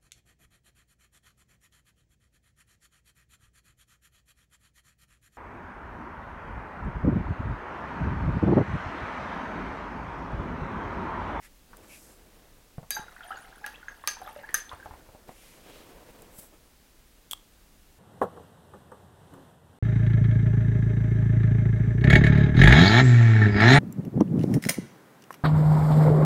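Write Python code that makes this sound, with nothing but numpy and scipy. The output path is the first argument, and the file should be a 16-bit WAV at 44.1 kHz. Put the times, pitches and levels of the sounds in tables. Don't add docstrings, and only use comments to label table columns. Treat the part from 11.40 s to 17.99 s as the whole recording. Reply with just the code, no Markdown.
import sys
import numpy as np
from scipy import signal
from scipy.fft import rfft, irfft
from scipy.io import wavfile
from scipy.ndimage import uniform_filter1d

SR = 44100
rng = np.random.default_rng(int(sys.argv[2]) if len(sys.argv) > 2 else 0)


def master_out(mix):
    frames = np.transpose(np.atleast_2d(mix))
    ceiling = np.clip(frames, -1, 1)
    pcm = np.round(ceiling * 32767).astype(np.int16)
    wavfile.write(sys.argv[1], SR, pcm)


N = 290530
T = np.arange(SR // 2) / SR

# frequency in Hz, relative level in dB.
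ROOM_TONE_SPECTRUM = [(12, -22), (24, 4.5), (113, -14.5), (260, -14.5), (400, -19), (1030, -24.5),
                      (16000, -31.5)]
# frequency in Hz, t60 in seconds.
ROOM_DECAY = [(200, 0.39), (1500, 0.29), (6000, 0.27), (14000, 0.14)]

# start in seconds, thud in dB, its pitch in Hz, knock in dB, its
# pitch in Hz.
DESK_BUMPS = [(0.332, -49, 200, -36, 1155), (1.3820, -25, 150, -30.5, 566), (1.43, -43, 177, -35, 764),
              (1.595, -37, 181, -64, 500), (3.332, -38.5, 82, -28.5, 910), (3.459, -40.5, 80.5, -28, 870),
              (3.51, -39, 75.5, -33.5, 840), (3.538, -45, 76, -35, 880), (3.6895, -44, 99.7, -39.5, 665),
              (3.749, -41.5, 287, -37, 553), (3.892, -38, 250, -32.5, 720), (4.987, -41, 192, -41.5, 450)]
# time in seconds, level in dB.
PICKUP_CURVE = [(0.28, -62.5), (0.46, -55), (0.6, -64.5), (0.95, -60.5), (1.36, -70.5)]
WIPE_CURVE = [(3.35, -62), (3.5, -57), (3.98, -64.5), (4.3, -53.5), (4.78, -54.5), (4.95, -58),
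              (5.3, -72.5)]
# centre in seconds, level in dB, length in seconds.
CLOTH_TUGS = [(.70, -59, 0.095), (3.905, -53.5, 0.096), (5.141, -61, 0.051)]
FIBRE_FLICKS = [(0.3705, -47.5, 0.0069), (4.8215, -45.5, 0.0049), (4.992, -46.5, 0.027), (5.005, -52, 0.24)]
HANDLE_SKID = [(5.925, -42, 0.044)]
# centre and length in seconds, scrape in dB, its pitch and width in Hz,
# hiss in dB.
CLOTH_STROKES = [(.04, 0.094, -55, 1910, 600, -57.5), (0.536, 0.15, -54, 2410, 400, -62),
                 (0.612, 0.52, -65, 7850, 1200, -58.5), (4.062, 0.49, -61, 2460, 1100, -60.5),
                 (4.348, 0.42, -57.5, 2820, 1500, -67)]
# frequency in Hz, relative level in dB.
RUB_SPECTRUM = [(60, -4), (330, -0.5), (500, 0), (750, -5.5), (2000, -14), (5000, -23), (16000, -24.5)]
HISS_SPECTRUM = [(2000, -40), (5000, -8.5), (7500, -7.5), (12500, -6.5), (14000, -18), (16000, -23)]
SIZZLE_SPECTRUM = [(3000, -19.5), (7000, -12), (7800, -1.5), (8800, -8.5), (11000, -4), (13000, -6.5),
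                   (16000, -9)]
# start in seconds, then ring, snap and low knock in dB.
BOX_TAPS = [(5.9116, -22.5, -22.5, -51), (5.9177, -25.5, -33, -48), (5.9328, -15.5, -30, -21.5)]

# time in seconds, level in dB.
SWIRL_CURVE = [(1.55, -51.5), (1.77, -54.5), (1.93, -51.5), (2.55, -58), (2.87, -51.5), (3.62, -64)]
# start in seconds, pitch in Hz, level in dB.
FALLING_DROPS = [(1.832, 3190, -36.5), (1.876, 9440, -40), (1.915, 3030, -39.5), (1.941, 2870, -41),
                 (1.957, 4460, -45), (1.97, 6700, -44), (2.018, 9800, -44), (2.863, 3480, -41.5)]
# centre and length in seconds, pitch in Hz, level in dB.
AIR_POCKETS = [(1.886, 0.12, 768, -43), (2.067, 0.087, 746, -53), (2.248, .11, 820, -48),
               (2.893, 0.06, 883, -50)]
# start and length in seconds, starting pitch in Hz,
# level in dB, rise in pitch as a share.
RISING_BUBBLES = [(1.9044, 0.027, 1270, -36.5, 0.44), (2.342, 0.02, 2600, -44.5, 0.4),
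                  (2.861, 0.022, 720, -42.5, 0.26), (3.031, 0.029, 1616, -47.5, 0.33)]
# start in seconds, pitch in Hz, level in dB, rise in pitch as a share.
PLOPS = [(1.5656, 1565, -27, 0.075), (1.5696, 854, -26.5, 0.041), (1.682, 1460, -39.5, 0.018),
         (1.764, 1470, -41.5, 0.077), (1.807, 1430, -37, 0), (1.85, 700, -40, 0), (1.9063, 785, -29, 0),
         (1.972, 1480, -35, 0.076), (2.126, 1590, -45.5, 0.07), (2.2422, 1654, -28, 0.1),
         (2.264, 1380, -35.5, 0.38), (2.429, 1470, -40, 0), (2.483, 1637, -30.5, 0),
         (2.639, 1086, -32, 0.0076), (2.769, 855, -36, 0.81), (2.817, 753, -31, 0),
         (2.876, 1235, -31.5, 0.1), (2.889, 880, -34.5, 0), (2.962, 584, -32, 0), (2.987, 537, -39, 0.21),
         (3.036, 860, -40, 0.15), (3.09, 1800, -30.5, 0.55), (3.293, 3400, -32.5, 0.18),
         (3.315, 1043, -31.5, 0.062), (3.322, 1107, -32.5, 0.63), (3.399, 1570, -41, 0),
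         (3.427, 1600, -41.5, 0)]
# frequency and width in Hz, gain in dB.
HOLLOW_MODES = [(862, 58, -6), (1414, 110, -3.5), (1664, 186, 0)]
# frequency in Hz, t60 in seconds, levels in dB struck at spots 0, 1 and 2.
JAR_MODES = [(1215, 0.06, -40, -9.5, -19), (1598, 0.078, -22, -12, -9), (1673, 0.15, -18, -10.5, -31),
             (1702, 0.091, -21, -24, -6), (1870, 0.04, -39, -11, -4.5), (2390, 0.024, -13, -11, -25),
             (3850, 0.5, -25, -36, -50), (4740, 0.19, -26, -24, -44), (4964, 0.092, -28, -30, -24),
             (6225, 0.063, -10, -11, -4), (6180, 0.086, -27, -20, -31), (6440, 0.078, -12.5, -19.5, -20),
             (9630, 0.03, -13, -34, -13), (11960, 0.09, -29, -33, -22)]
# start in seconds, level in dB, centre pitch in Hz.
FERRULE_GRAZES = [(1.514, -34.5, 4600), (1.546, -32, 6300), (1.5545, -38.5, 11800), (2.484, -49.5, 6500),
                  (2.6812, -25.5, 6100), (3.148, -24.5, 9550)]
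# start in seconds, ring in dB, crack in dB, crack pitch in Hz,
# spot struck.
FERRULE_BLOWS = [(1.506, -18.5, -14, 11340, 0), (2.2633, -32.5, -26.5, 2630, 1),
                 (2.6748, -20, -12, 4550, 1), (3.143, -15.5, -15, 11400, 2)]

BUBBLE_T60, BUBBLE_HZ, SIZE_POWER = 0.038, 1220, 0.88
WAKE_DB, WAKE_T60 = -22, 0.3
GLUG_RISE_PER_S, GLUG_WIDTH_HZ = 2.24, 32
HOLLOW_SWING, SWIRL_HZ = 0.033, 6.1
WAVER_DB, WAVER_SHARE = -9.5, 0.019
GRAZE_OCTAVES = 0.1


def amp(db):
    return 10 ** (np.asarray(db) / 20)


def unit(x):
    return x / np.sqrt(np.mean(x ** 2) + 1e-20)


def read(points, hz):
    f, value = np.transpose(points)
    return np.interp(np.log(hz + 1), np.log(f), value)


def add(mix, s, sound):
    part = mix[round(s * SR):][:len(sound)]
    part += sound[:len(part)]


def fade(t60, t=T):
    return np.exp(-np.log(1000) * t / t60)


def level(curve):
    s, db = np.transpose(curve)
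    return amp(np.interp(np.arange(N) / SR, s, db, left=-np.inf, right=-np.inf))


def swells(rows):
    out = np.zeros(N)
    for s, db, length in rows:
        add(out, max(s - length / 2, 0), amp(db) * np.hanning(round(length * SR)))
    return out


def waver(hz, length):
    noise = rng.standard_normal(len(T) + length)
    return unit(signal.sosfilt(signal.butter(2, hz, fs=SR, output="sos"), noise))[-length:]


def muffle(x, edge_hz):
    return signal.sosfilt(signal.butter(4, min(edge_hz, SR / 2 - 1), fs=SR, output="sos"), x)


def thin(x, edge_hz):
    return signal.sosfilt(signal.butter(2, edge_hz, "high", fs=SR, output="sos"), x)


def resonate(x, hz, width):
    return signal.lfilter(*signal.iirpeak(min(hz, SR / 2 - 1), hz / width, fs=SR), x)


def sweep(x, hz, width):
    turn = np.exp(2j * np.pi * np.cumsum(hz) / SR)
    pole = np.exp(-np.pi * width / SR)
    return 2 * (turn * signal.lfilter([1 - pole], [1, -pole], x / turn)).real


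def shaped_noise(spectrum, length=N):
    gain = amp(read(spectrum, np.fft.rfftfreq(length, 1 / SR)))
    return unit(irfft(rfft(rng.standard_normal(length)) * gain, length))


def ring(hz, t60, glide=0):
    pitch = hz * (1 + glide * np.minimum(T / t60, 1))
    return fade(t60) * np.sin(2 * np.pi * np.cumsum(pitch) / SR)


def burst(hz, width, t60, white_db):
    noise = rng.standard_normal(len(T))
    return (unit(resonate(noise, hz, width)) + amp(white_db) * noise) * fade(t60)


def room_tone():
    return amp(-57.5) * shaped_noise(ROOM_TONE_SPECTRUM)


def reflections(x):
    echoes = rng.standard_normal(len(T)) * (rng.random(len(T)) < 3000 / SR) * (T > .004)
    hz, t, spectra = signal.stft(echoes, SR, nperseg=256)
    tail = signal.istft(spectra * fade(read(ROOM_DECAY, hz)[:, None], t), SR, nperseg=256)[1]
    return signal.fftconvolve(x, tail / np.linalg.norm(tail))[:N]


def bumps():
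    out = np.zeros(N)
    for s, thud_db, thud_hz, knock_db, knock_hz in DESK_BUMPS:
        scuff = resonate(burst(knock_hz, width=410, t60=0.086, white_db=-32), knock_hz, width=720)
        thud = ring(thud_hz, t60=5.9 / thud_hz)
        knock = ring(knock_hz, t60=0.0071) + amp(-10) * scuff
        add(out, s, amp(thud_db) * thud + amp(knock_db) * knock)
    return out


def wiping():
    catch_db = 1.9 * unit(uniform_filter1d(rng.standard_normal(N), size=700))
    rubbing = level(PICKUP_CURVE) + level(WIPE_CURVE) + swells(CLOTH_TUGS)
    rub = shaped_noise(RUB_SPECTRUM) * rubbing * amp(catch_db)
    return rub + shaped_noise(SIZZLE_SPECTRUM) * swells(FIBRE_FLICKS)


def swishes():
    hiss_gain = swells([(s, db, length) for s, length, *_, db in CLOTH_STROKES])
    out = shaped_noise(HISS_SPECTRUM) * hiss_gain
    for s, length, db, hz, width, _ in CLOTH_STROKES:
        out += unit(resonate(rng.standard_normal(N), hz, width)) * swells([(s, db, length)])
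    return out


def taps():
    out = np.zeros(N)
    for s, ring_db, snap_db, knock_db in BOX_TAPS:
        snap = shaped_noise(SIZZLE_SPECTRUM, len(T)) * fade(t60=0.0082)
        click = amp(ring_db) * ring(3320, t60=0.0094) * (1 + 0.28 * waver(hz=910, length=len(T)))
        knock = amp(knock_db) * ring(1150, t60=0.0076)
        attack = 1 - np.exp(-T / 0.00044)
        add(out, s, (click + knock) * attack + amp(snap_db) * snap)
    return out + shaped_noise(SIZZLE_SPECTRUM) * swells(HANDLE_SKID)


def stirring():
    wake = np.zeros(N)
    for s, _, db, _ in PLOPS:
        add(wake, s, amp(db + WAKE_DB) * fade(WAKE_T60) * (1 - fade(t60=0.053)))
    return np.hypot(level(SWIRL_CURVE), wake)


def swarm(per_s, low_hz, high_hz, t60, spread_db, glide):
    out, t = np.zeros(N), T[:2048]
    envelope = fade(t60, t) * (1 - fade(t60 / 4, t))
    for when, pitch, size, rise in rng.random((round(per_s * N / SR), 4)):
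        hz = low_hz * (high_hz / low_hz) ** pitch
        turns = hz * t * (1 + glide * rise * t / t60)
        add(out, when * N / SR, amp(spread_db * size ** 2) * np.sin(2 * np.pi * turns) * envelope)
    return unit(out)


def droplets():
    out = np.zeros(N)
    attack = 1 - np.exp(-T / 0.0014)
    for s, hz, db in FALLING_DROPS:
        band = resonate(rng.standard_normal(len(T)), hz, width=790)
        spray = unit(resonate(band, hz, width=790)) * fade(t60=0.1)
        ping = ring(hz, t60=0.02, glide=0.049)
        add(out, s, amp(db) * (ping + amp(-13) * spray) * attack)
    return out


def glugs():
    out = np.zeros(N)
    for s, length, hz, db in AIR_POCKETS:
        t = np.arange(round(length * SR)) / SR - length / 2
        angle = 2 * np.pi * np.cumsum(hz * (1 + GLUG_RISE_PER_S * t)) / SR
        hum = waver(GLUG_WIDTH_HZ, len(t)) * np.cos(angle) + waver(GLUG_WIDTH_HZ, len(t)) * np.sin(angle)
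        add(out, s - length / 2, amp(db) * unit(hum) * np.hanning(len(t)))
    return out


def chirps():
    out = np.zeros(N)
    for s, length, hz, db, rise in RISING_BUBBLES:
        age = np.linspace(0, 1, round(length * SR))
        tone = np.sin(2 * np.pi * np.cumsum(hz * (1 + rise * age ** 3)) / SR)
        flutter = 1 + 0.55 * waver(hz=256, length=len(age))
        add(out, s, amp(db) * tone * flutter * signal.windows.tukey(len(age), .25))
    return out


def bubbles():
    out = np.zeros(N)
    attack = 1 - np.exp(-(T / 0.00032) ** 2)
    for s, hz, db, glide in PLOPS:
        life = BUBBLE_T60 * (BUBBLE_HZ / hz) ** SIZE_POWER
        plop = ring(hz, t60=life, glide=glide) * attack
        smack = muffle(burst(hz, width=940, t60=0.063, white_db=-21), edge_hz=3 * hz)
        add(out, s, amp(db) * (plop + amp(-13.5) * smack))
    return out


def water():
    slosh = swarm(per_s=450, low_hz=659, high_hz=2052, t60=0.019, spread_db=13.5, glide=0.24)
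    gurgle = swarm(per_s=180, low_hz=303, high_hz=910, t60=0.0094, spread_db=16.5, glide=0.091)
    ticks = swarm(per_s=75, low_hz=8260, high_hz=13400, t60=0.0063, spread_db=10, glide=0)
    fizz = swarm(per_s=700, low_hz=2045, high_hz=7100, t60=0.013, spread_db=10, glide=0.05)
    froth = resonate(fizz, hz=2980, width=2150)
    stir = stirring()
    churn = stir * (amp(-15) * ticks + amp(-9.5) * (froth + gurgle))
    bubbling = bubbles() + chirps() + glugs() + amp(-3.5) * stir * slosh
    tilt = 1 + HOLLOW_SWING * waver(SWIRL_HZ, N)
    hollow = sum(amp(db) * sweep(bubbling, hz * tilt, width) for hz, width, db in HOLLOW_MODES)
    return amp(-3.5) * bubbling + hollow + droplets() + churn


def glass(levels_db):
    out = np.zeros(len(T))
    for k, ((hz, t60, *_), db) in enumerate(zip(JAR_MODES, levels_db)):
        wobble = 1 + amp(WAVER_DB) * waver(WAVER_SHARE * hz, len(T))
        out += (-1) ** k * amp(db) * ring(hz, t60) * wobble
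    return out


def clinks():
    out = np.zeros(N)
    for s, ring_db, crack_db, hz, spot in FERRULE_BLOWS:
        modes = glass([levels[round(spot)] for _, _, *levels in JAR_MODES])
        rim = burst(10850, width=2400, t60=0.012, white_db=-41)
        snap = rng.standard_normal(len(T)) * fade(t60=0.0042)
        crack = ring(hz, t60=0.004) + amp(-12) * snap + amp(-6.5) * rim
        rasp = muffle(rng.standard_normal(len(T)), edge_hz=6100) * fade(t60=0.072)
        rattle = rasp * abs(waver(hz=187, length=len(T)))
        contact = thin(crack + amp(-15) * rattle, edge_hz=570)
        shimmer = burst(2860, width=4700, t60=0.23, white_db=-27)
        add(out, s, amp(ring_db) * (modes + amp(-22.5) * shimmer) + amp(crack_db) * contact)
    return out


def grazes():
    out = np.zeros(N)
    for s, db, hz in FERRULE_GRAZES:
        add(out, s, glass([db - 10 * (np.log2(f / hz) / GRAZE_OCTAVES) ** 2 for f, *_ in JAR_MODES]))
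    return out


def scene():
    jar = clinks() + grazes() + water()
    near = bumps() + wiping() + swishes() + taps()
    return (jar + near + room_tone() + reflections(amp(-10) * jar + amp(-20) * near))[None]


def record(dry):
    band_limit = signal.firwin(511, cutoff=16050, window=("kaiser", 9), fs=SR)
    return signal.oaconvolve(dry, band_limit[None], "same")


dry = scene()
out = record(dry)
master_out(out)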